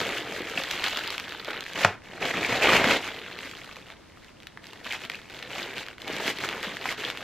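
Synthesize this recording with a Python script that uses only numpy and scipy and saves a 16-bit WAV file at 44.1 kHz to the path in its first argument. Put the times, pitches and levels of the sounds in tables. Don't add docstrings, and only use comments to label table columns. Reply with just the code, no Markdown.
import sys
import numpy as np
from scipy import signal
from scipy.io import wavfile

SR = 44100
rng = np.random.default_rng(int(sys.argv[2]) if len(sys.argv) > 2 else 0)


def materialize(psi):
    bounded = np.clip(np.atleast_2d(psi).T, -1, 1)
    quanta = np.round(bounded * 32767).astype(np.int16)
    wavfile.write(sys.argv[1], SR, quanta)


N = 318843


def gain_of(db):
    return 10 ** (np.asarray(db) / 20)


def at_time(points):
    return np.interp(np.arange(N) / SR, *np.transpose(points))


def at_frequency(points, hz):
    f, value = np.transpose(points)
    return np.interp(np.log(hz + 1), np.log(f + 1), value)


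def wander(per_s, size=4000):
    return np.interp(np.arange(N) / SR * per_s, np.arange(size), rng.standard_normal(size))


def colour(x, points, size=4096):
    frequencies = abs(np.fft.fftfreq(size, 1 / SR))
    log_gain = np.log(gain_of(at_frequency(points, frequencies)))
    response = np.exp(np.conj(signal.hilbert(log_gain)))
    taps = np.fft.ifft(response).real[:size // 2]
    return signal.oaconvolve(x, taps[None], axes=1)[:, :N]


def widen(pair, width):
    return np.vstack([pair[:1], colour(pair[1:], width)])


# [f/Hz, level/dB]
AMBIENCE_SPECTRUM = [(20, -12.5), (55, -6), (105, -3.5), (280, -7), (600, -15), (1050, -15), (2200, -20),
                     (5000, -27), (10000, -38), (15500, -51)]
# [f/Hz, side minus mid level/dB]
AMBIENCE_SIDE = [(50, -17.5), (300, 0.5), (600, 1.5), (2000, -13.5), (5000, 2.5), (12000, -5)]


def ambience(level_db=-54):
    noise = colour(rng.standard_normal((2, N)), AMBIENCE_SPECTRUM)
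    noise /= np.sqrt(np.mean(noise[0] ** 2) + 1e-20)
    return gain_of(level_db) * widen(noise, AMBIENCE_SIDE)


# [f/Hz, t60/s]
ROOM_DECAY = [(150, 0.27), (1000, 0.27), (4000, 0.24), (12000, 0.079)]


def room(pair, first_s=0.0027, count=8, paths_per_s=14):
    shape = (count, 2, SR // 3)
    taps = rng.choice([-1., 1.], shape) * (rng.random(shape) < .1)
    taps[..., :int(first_s * SR)] = 0
    hz, t, bands = signal.stft(taps, SR, nperseg=256)
    decay = gain_of(-60 * t / at_frequency(ROOM_DECAY, hz)[:, None])
    tails = signal.istft(bands * decay, SR, nperseg=256)[1]
    place = np.arange(N) / SR * paths_per_s
    out = np.zeros((2, N))
    for k, tail in enumerate(tails):
        share = np.sin(np.pi / 2 * np.minimum((place - k) % count, 2))
        tail = tail / np.linalg.norm(tail[0])
        out += signal.oaconvolve(pair * share, tail, axes=1)[:, :N]
    return out


# [start t/s, length t/s, crinkle level/dB,
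# swell over the move level/dB, flapping relative to crinkle level/dB]
HAND_MOVES = [ (-.02, 0.23, -31, -8, -1), (0.143, 0.45, -41, 3, -0.5), (0.545, 0.3, -35.5, 3, -9),
              (0.828, 0.045, -26.5, -2.5, -12), (0.866, 0.12, -35.5, 3.5, -11), (0.979, 0.15, -39, 4, -8.5),
              (1.133, 0.5, -41.5, -0.5, -7.5), (1.458, 0.13, -35, -4.5, -4.5),
              (1.637, 0.093, -45.5, 4.5, -9), (1.739, 0.1, -34, 5.5, -7), (1.837, 0.1, -36.5, -11, 3),
              (2.024, 0.21, -53.5, 9.5, 1.5), (2.2, 0.11, -29, -4, -4), (2.321, 0.068, -34.5, 2, 1),
              (2.391, 0.08, -34.5, 3, -2), (2.476, 0.098, -27, -3, -2), (2.575, 0.045, -35, 0.5, 0),
              (2.608, 0.16, -24.5, 4.5, -5), (2.769, 0.14, -27, 2, 0), (2.882, 0.089, -22, -6.5, -3),
              (2.983, 0.1, -39.5, 4.5, -9), (3.067, 0.39, -41.5, -1.5, -4), (3.452, 0.28, -44.5, -4.5, -5),
              (3.75, 0.097, -46, -8, -2), (3.849, 0.073, -51, 2, -3), (3.951, 0.75, -61.5, -6, 0),
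              (4.158, 0.14, -59.5, 1.5, -8), (4.617, 0.45, -50.5, -6, -2), (4.831, 0.12, -39.5, 2, -13),
              (4.984, 0.073, -46.5, 2.5, -3.5), (5.087, 0.094, -44.5, -1.5, -4),
              (5.18, 0.11, -52.5, -3.5, -4), (5.289, 0.22, -46.5, 3.5, -2.5), (5.491, 0.13, -40.5, 4, -4),
              (5.619, 0.19, -40, -2.5, -2.5), (5.749, 0.081, -40.5, -0.5, -11),
              (5.835, 0.081, -46, -0.5, -3.5), (5.981, 0.066, -50, 5.5, 0), (6.056, 0.2, -38, 3, -1.5),
              (6.25, 0.049, -31.5, 1, -3), (6.345, 0.11, -41.5, 7, -3), (6.472, 0.17, -37.5, -6, 0),
              (6.618, 0.2, -35, -11, -4.5), (6.799, 0.13, -38, 4, -6), (6.966, 0.14, -36.5, -0.5, -3.5),
              (7.116, 0.27, -44, 7, -4)]


def handling(grab_s=0.019, relax_db_per_s=397, unsteady_db=1.16):
    t = np.arange(N) / SR
    power = np.full((2, N), 1e-9)
    for start, length, db, swell_db, slack_db in HAND_MOVES:
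        age = t - start
        grab = np.clip(age / grab_s, 0, 1)
        level_db = db + swell_db * np.clip(age / length, 0, 1)
        level_db -= relax_db_per_s * np.clip(age - length, 0, 1)
        power += (grab * gain_of(level_db) * gain_of([[0], [slack_db]])) ** 2
    return 10 * np.log10(power) + unsteady_db * wander(18)


def buckles(per_s, spread_db, ring_s, largest, count=600):
    at = np.flatnonzero(rng.random(N) < per_s / SR)
    size = gain_of(spread_db * np.minimum(rng.exponential(1, N), largest)) * rng.choice([-1, 1], N)
    facet = rng.integers(0, count, N)
    t = np.arange(SR // 60) / SR
    life_s = ring_s * np.geomspace(.5, 2, count)[:, None, None]
    hz = rng.uniform(0.632, 1.699, (count, 1, 1)) / life_s
    tone = np.sin(2 * np.pi * (hz * t + rng.random((count, 2, 1))))
    tone_s = life_s * (1 + 2.0 * rng.random((count, 1, 1)) ** 4)
    ragged = rng.standard_normal((count, 2, len(t))) * np.exp(-t / (0.77 * life_s))
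    rings = ragged + 0.75 * tone * np.exp(-t / tone_s)
    rings *= 1 - np.exp(-t / (0.34 * life_s))
    rings /= np.linalg.norm(rings, axis=2, keepdims=True)
    out = np.zeros((2, N + len(t)))
    for i in at:
        out[:, i:i + len(t)] += size[i] * rings[facet[i]]
    return out[:, :N]


def follow(pair, level_db, span_s):
    window = signal.windows.hann(int(span_s * SR))
    power = signal.oaconvolve(pair[0] ** 2, window / window.sum(), "same")
    return pair * gain_of(level_db) / np.sqrt(abs(power) + 1e-12)


# [f/Hz, level/dB]
SLIDING_FILTER = [(1000, 4.5), (3000, 11.5), (5500, 5.5), (7400, 4), (9600, -8), (12000, -1.5), (14000, -5),
                  (16000, -19)]
# [t/s, fizz relative to crinkle level/dB]
SLIP_LEVEL = [(0.701, -7.5), (1.5, -11.5), (1.88, -6), (2.35, -10), (2.75, -10), (4.5, -4.5), (5.602, -8.5),
              (6.2, -6.5), (7.1, -8)]


def sliding(crinkle_db, per_s=3500, spread_db=2.5, ring_s=0.0002724):
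    grip_db = 2.6 * wander(22)
    catches = colour(buckles(per_s, spread_db, ring_s, largest=15.0), SLIDING_FILTER)
    return follow(catches, crinkle_db + at_time(SLIP_LEVEL) + grip_db, span_s=0.051)


# [f/Hz, level/dB]
PANEL_FILTER = [(35, -20), (65, -8), (120, 3), (190, 2), (330, 1.5), (430, 1), (750, -6), (1100, -10.5),
                (2200, 5), (6000, -101.5)]


def flapping(level_db):
    pops = buckles(per_s=800, spread_db=3.6, ring_s=.0015, largest=4.0)
    return follow(colour(pops, PANEL_FILTER), level_db, span_s=0.043)


def snap_through(rows, cycles, flutter, flutter_s, yield_s=0.00089):
    t = np.arange(SR // 20) / SR
    lead = SR // 300
    age = t - t[lead]
    envelope = np.exp(np.minimum(age / yield_s, -age / flutter_s))
    out = np.zeros((2, N + len(t)))
    for s, db, hz in rows:
        push = t * np.exp(-hz * t / cycles) * np.sin(2 * np.pi * hz * t)
        kick = np.diff(push, prepend=0)
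        shiver = rng.standard_normal(len(t)) * envelope * (abs(age) > .5 / hz)
        shiver = signal.fftconvolve(kick, shiver)[:len(t)]
        shiver *= np.linalg.norm(kick) / np.linalg.norm(shiver)
        snap = np.roll(kick, lead) + flutter * shiver
        snap *= gain_of(db) / abs(snap).max()
        side = rng.choice([-1, 1]) * signal.hilbert(snap, 2 * len(t)).imag[:len(t)]
        first = round(s * SR) - lead
        out[:, first:first + len(t)] += [snap, side]
    return out[:, :N]


# [t/s, peak level/dB, f/Hz]
PANEL_POPS = [(.0105, -32, 438), (.4035, -27, 339), (1.4805, -27.5, 710), (1.4835, -25.5, 470),
              (1.8475, -19, 430), (6.1005, -25, 483), (6.669, -34, 199), (6.8555, -25, 725)]


def panel_pops():
    return snap_through(PANEL_POPS, cycles=0.45, flutter=1.0, flutter_s=0.0034)


# [t/s, peak level/dB, f/Hz]
FACET_RINGS = [(.5763, -14.5, 2600), (2.2272, -17, 2450), (2.371, -20, 2450), (2.4305, -16.5, 2380),
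               (2.4478, -14, 2330), (4.916, -21, 2200), (5.146, -25, 2530), (6.8897, -17, 2130),
               (7.0497, -16.5, 3350)]


def ringing_facets():
    return snap_through(FACET_RINGS, cycles=1.6, flutter=.35, flutter_s=.002)


# [t/s, peak level/dB before the filter, f/Hz]
CREASE_SNAPS = [(.0914, -18, 2320), (.182, -19, 2400), (.637, -16, 2700), (.712, -11, 3200),
                (.8412, -10, 2750), (.8826, -14, 2860), (.9723, -13, 3000), (1.0764, -15, 2900),
                (1.105, -15.5, 2900), (1.1807, -15.5, 2400), (1.199, -17, 2700), (1.2931, -23, 3000),
                (1.3225, -22, 1800), (1.4476, -22, 3050), (1.5084, -21, 2600), (1.6078, -18, 3250),
                (1.6397, -25, 3000), (1.6646, -23, 2020), (1.7343, -22, 2960), (2.0202, -38, 1830),
                (2.254, -17, 2800), (2.843, -7.5, 1800), (3.0782, -22, 2320), (3.3892, -22.5, 2480),
                (3.5131, -26, 2480), (3.6453, -30, 3000), (3.7596, -31, 2190), (3.9024, -30, 1980),
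                (4.1732, -41, 1300), (4.2464, -35, 2900), (4.4027, -34.5, 2670), (4.4235, -37, 2600),
                (4.4327, -33.5, 2700), (4.4705, -23.5, 2700), (4.5742, -29, 1420), (4.6426, -31, 2300),
                (4.6692, -27.5, 3030), (4.7336, -29, 3100), (4.8455, -27, 2800), (4.8682, -22, 2390),
                (4.9245, -16, 2570), (4.9333, -22, 1900), (5.0182, -27, 2000), (5.0509, -24, 2430),
                (5.0993, -15.5, 2150), (5.1178, -27, 2386), (5.1376, -29, 2260), (5.1547, -24, 2600),
                (5.2994, -30, 2830), (5.3902, -26.5, 2650), (5.427, -21.5, 2470), (5.7817, -19, 2320),
                (5.8652, -25, 2660), (5.8851, -24, 2060), (5.9824, -30, 1880), (6.0195, -23, 3000),
                (6.0793, -19, 2890), (6.1664, -19, 2800), (6.2792, -13, 2265), (6.3869, -21, 2800),
                (6.439, -22, 1400), (6.4897, -13.5, 2546), (6.5283, -23, 1500), (6.6301, -19, 2600),
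                (6.7694, -20.5, 1960), (6.8568, -18, 1500), (6.9251, -19, 3000), (7.0412, -20, 2020),
                (7.1013, -15, 2200), (7.1737, -20, 2095)]
# [f/Hz, level/dB]
CREASE_FILTER = [(1500, 4), (4000, -1), (7000, -4), (9700, -8.5), (12000, 3), (15500, 1)]


def snapping_creases():
    return colour(snap_through(CREASE_SNAPS, cycles=.29, flutter=.54, flutter_s=.0015), CREASE_FILTER)


# [t/s, peak level/dB before the filter, f/Hz]
CRACK_JOLTS = [(1.8467, -15, 1250), (1.8484, -0.5, 1740), (1.8495, -5, 870), (1.8516, -12, 2160)]
# [f/Hz, level/dB]
CRACK_FILTER = [(45, -20), (100, 28), (450, 6.5), (2500, 1.5), (4000, -4), (6000, 5), (12000, -12)]


def mailer_crack():
    return colour(snap_through(CRACK_JOLTS, cycles=.3, flutter=.26, flutter_s=.005), CRACK_FILTER)


# [t/s, share of the thick mailer 0-1, the rest thin polybag]
MAILER_SHARE = [(1.65, 0.055), (1.8, 0.89), (2.95, 0.79), (3.1, 0.2)]
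# [f/Hz, level/dB]
POLYBAG_FILTER = [(200, -12), (700, -5), (1100, -6.5), (1500, -4), (2400, 1), (3300, -2), (4200, -7.5),
                  (5100, -19), (7200, -30), (9600, -52), (12000, -27), (15500, -33)]
# [f/Hz, level/dB]
MAILER_FILTER = [(200, -12), (650, 0), (1050, -7.5), (1500, -9), (2300, -1), (3200, -7), (4200, -12.5),
                 (5100, -19), (7200, -19.5), (9600, -54), (12500, -36.5), (15500, -45)]
# [t/s, lift of the treble level/dB]
TENSION_LIFT = [(.45, 2), (.7, 4), (1.1, 4), (1.8, 1), (2.7, 2), (3.4, 3.5), (4.9, 1), (7.1, 2.5)]
# [f/Hz, level/dB]
TENSION_FILTER = [(1500, -29.5), (2500, -3.5), (3800, 0.5), (15500, -1)]


def crinkle(level_db, per_s=560, busier_db=19, spread_db=2.1, ring_s=0.000578):
    thick = np.clip(at_time(MAILER_SHARE), 0, 1)
    base_rate = per_s * (1 + thick)
    rate = base_rate * 4 ** (np.minimum(level_db + 38.0, 10) / busier_db)
    clump_db = 2.4 * wander(110)
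    clicks = buckles(rate, spread_db, ring_s, largest=4.4) * gain_of(clump_db)
    film = (1 - thick) * colour(clicks, POLYBAG_FILTER) + thick * colour(clicks, MAILER_FILTER)
    taut_db = at_time(TENSION_LIFT) + 2.2 * wander(35)
    film = film + (gain_of(taut_db) - 1) * colour(film, TENSION_FILTER)
    return follow(film, level_db, span_s=.09)


# [f/Hz, side minus mid level/dB]
PLASTIC_SIDE = [(2300, -76), (3300, -19.5), (4300, -4), (6500, -4), (9500, 9), (12000, 6), (15000, -7)]


def scene():
    crinkle_db, flap_db = handling()
    plastic = sliding(crinkle_db) + flapping(flap_db)
    plastic += panel_pops() + ringing_facets()
    plastic += snapping_creases() + mailer_crack()
    plastic += crinkle(crinkle_db)
    in_room = plastic + gain_of(-12.5) * room(plastic)
    mid, side = widen(in_room, PLASTIC_SIDE) + ambience()
    return np.array([mid + side, mid - side])


def record(dry, edge_hz=15750):
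    low_pass = signal.firwin(511, edge_hz, window=("kaiser", 9), fs=SR)
    return signal.oaconvolve(np.clip(dry, -1, 1), low_pass[None], "same")


dry = scene()
out = record(dry)
materialize(out)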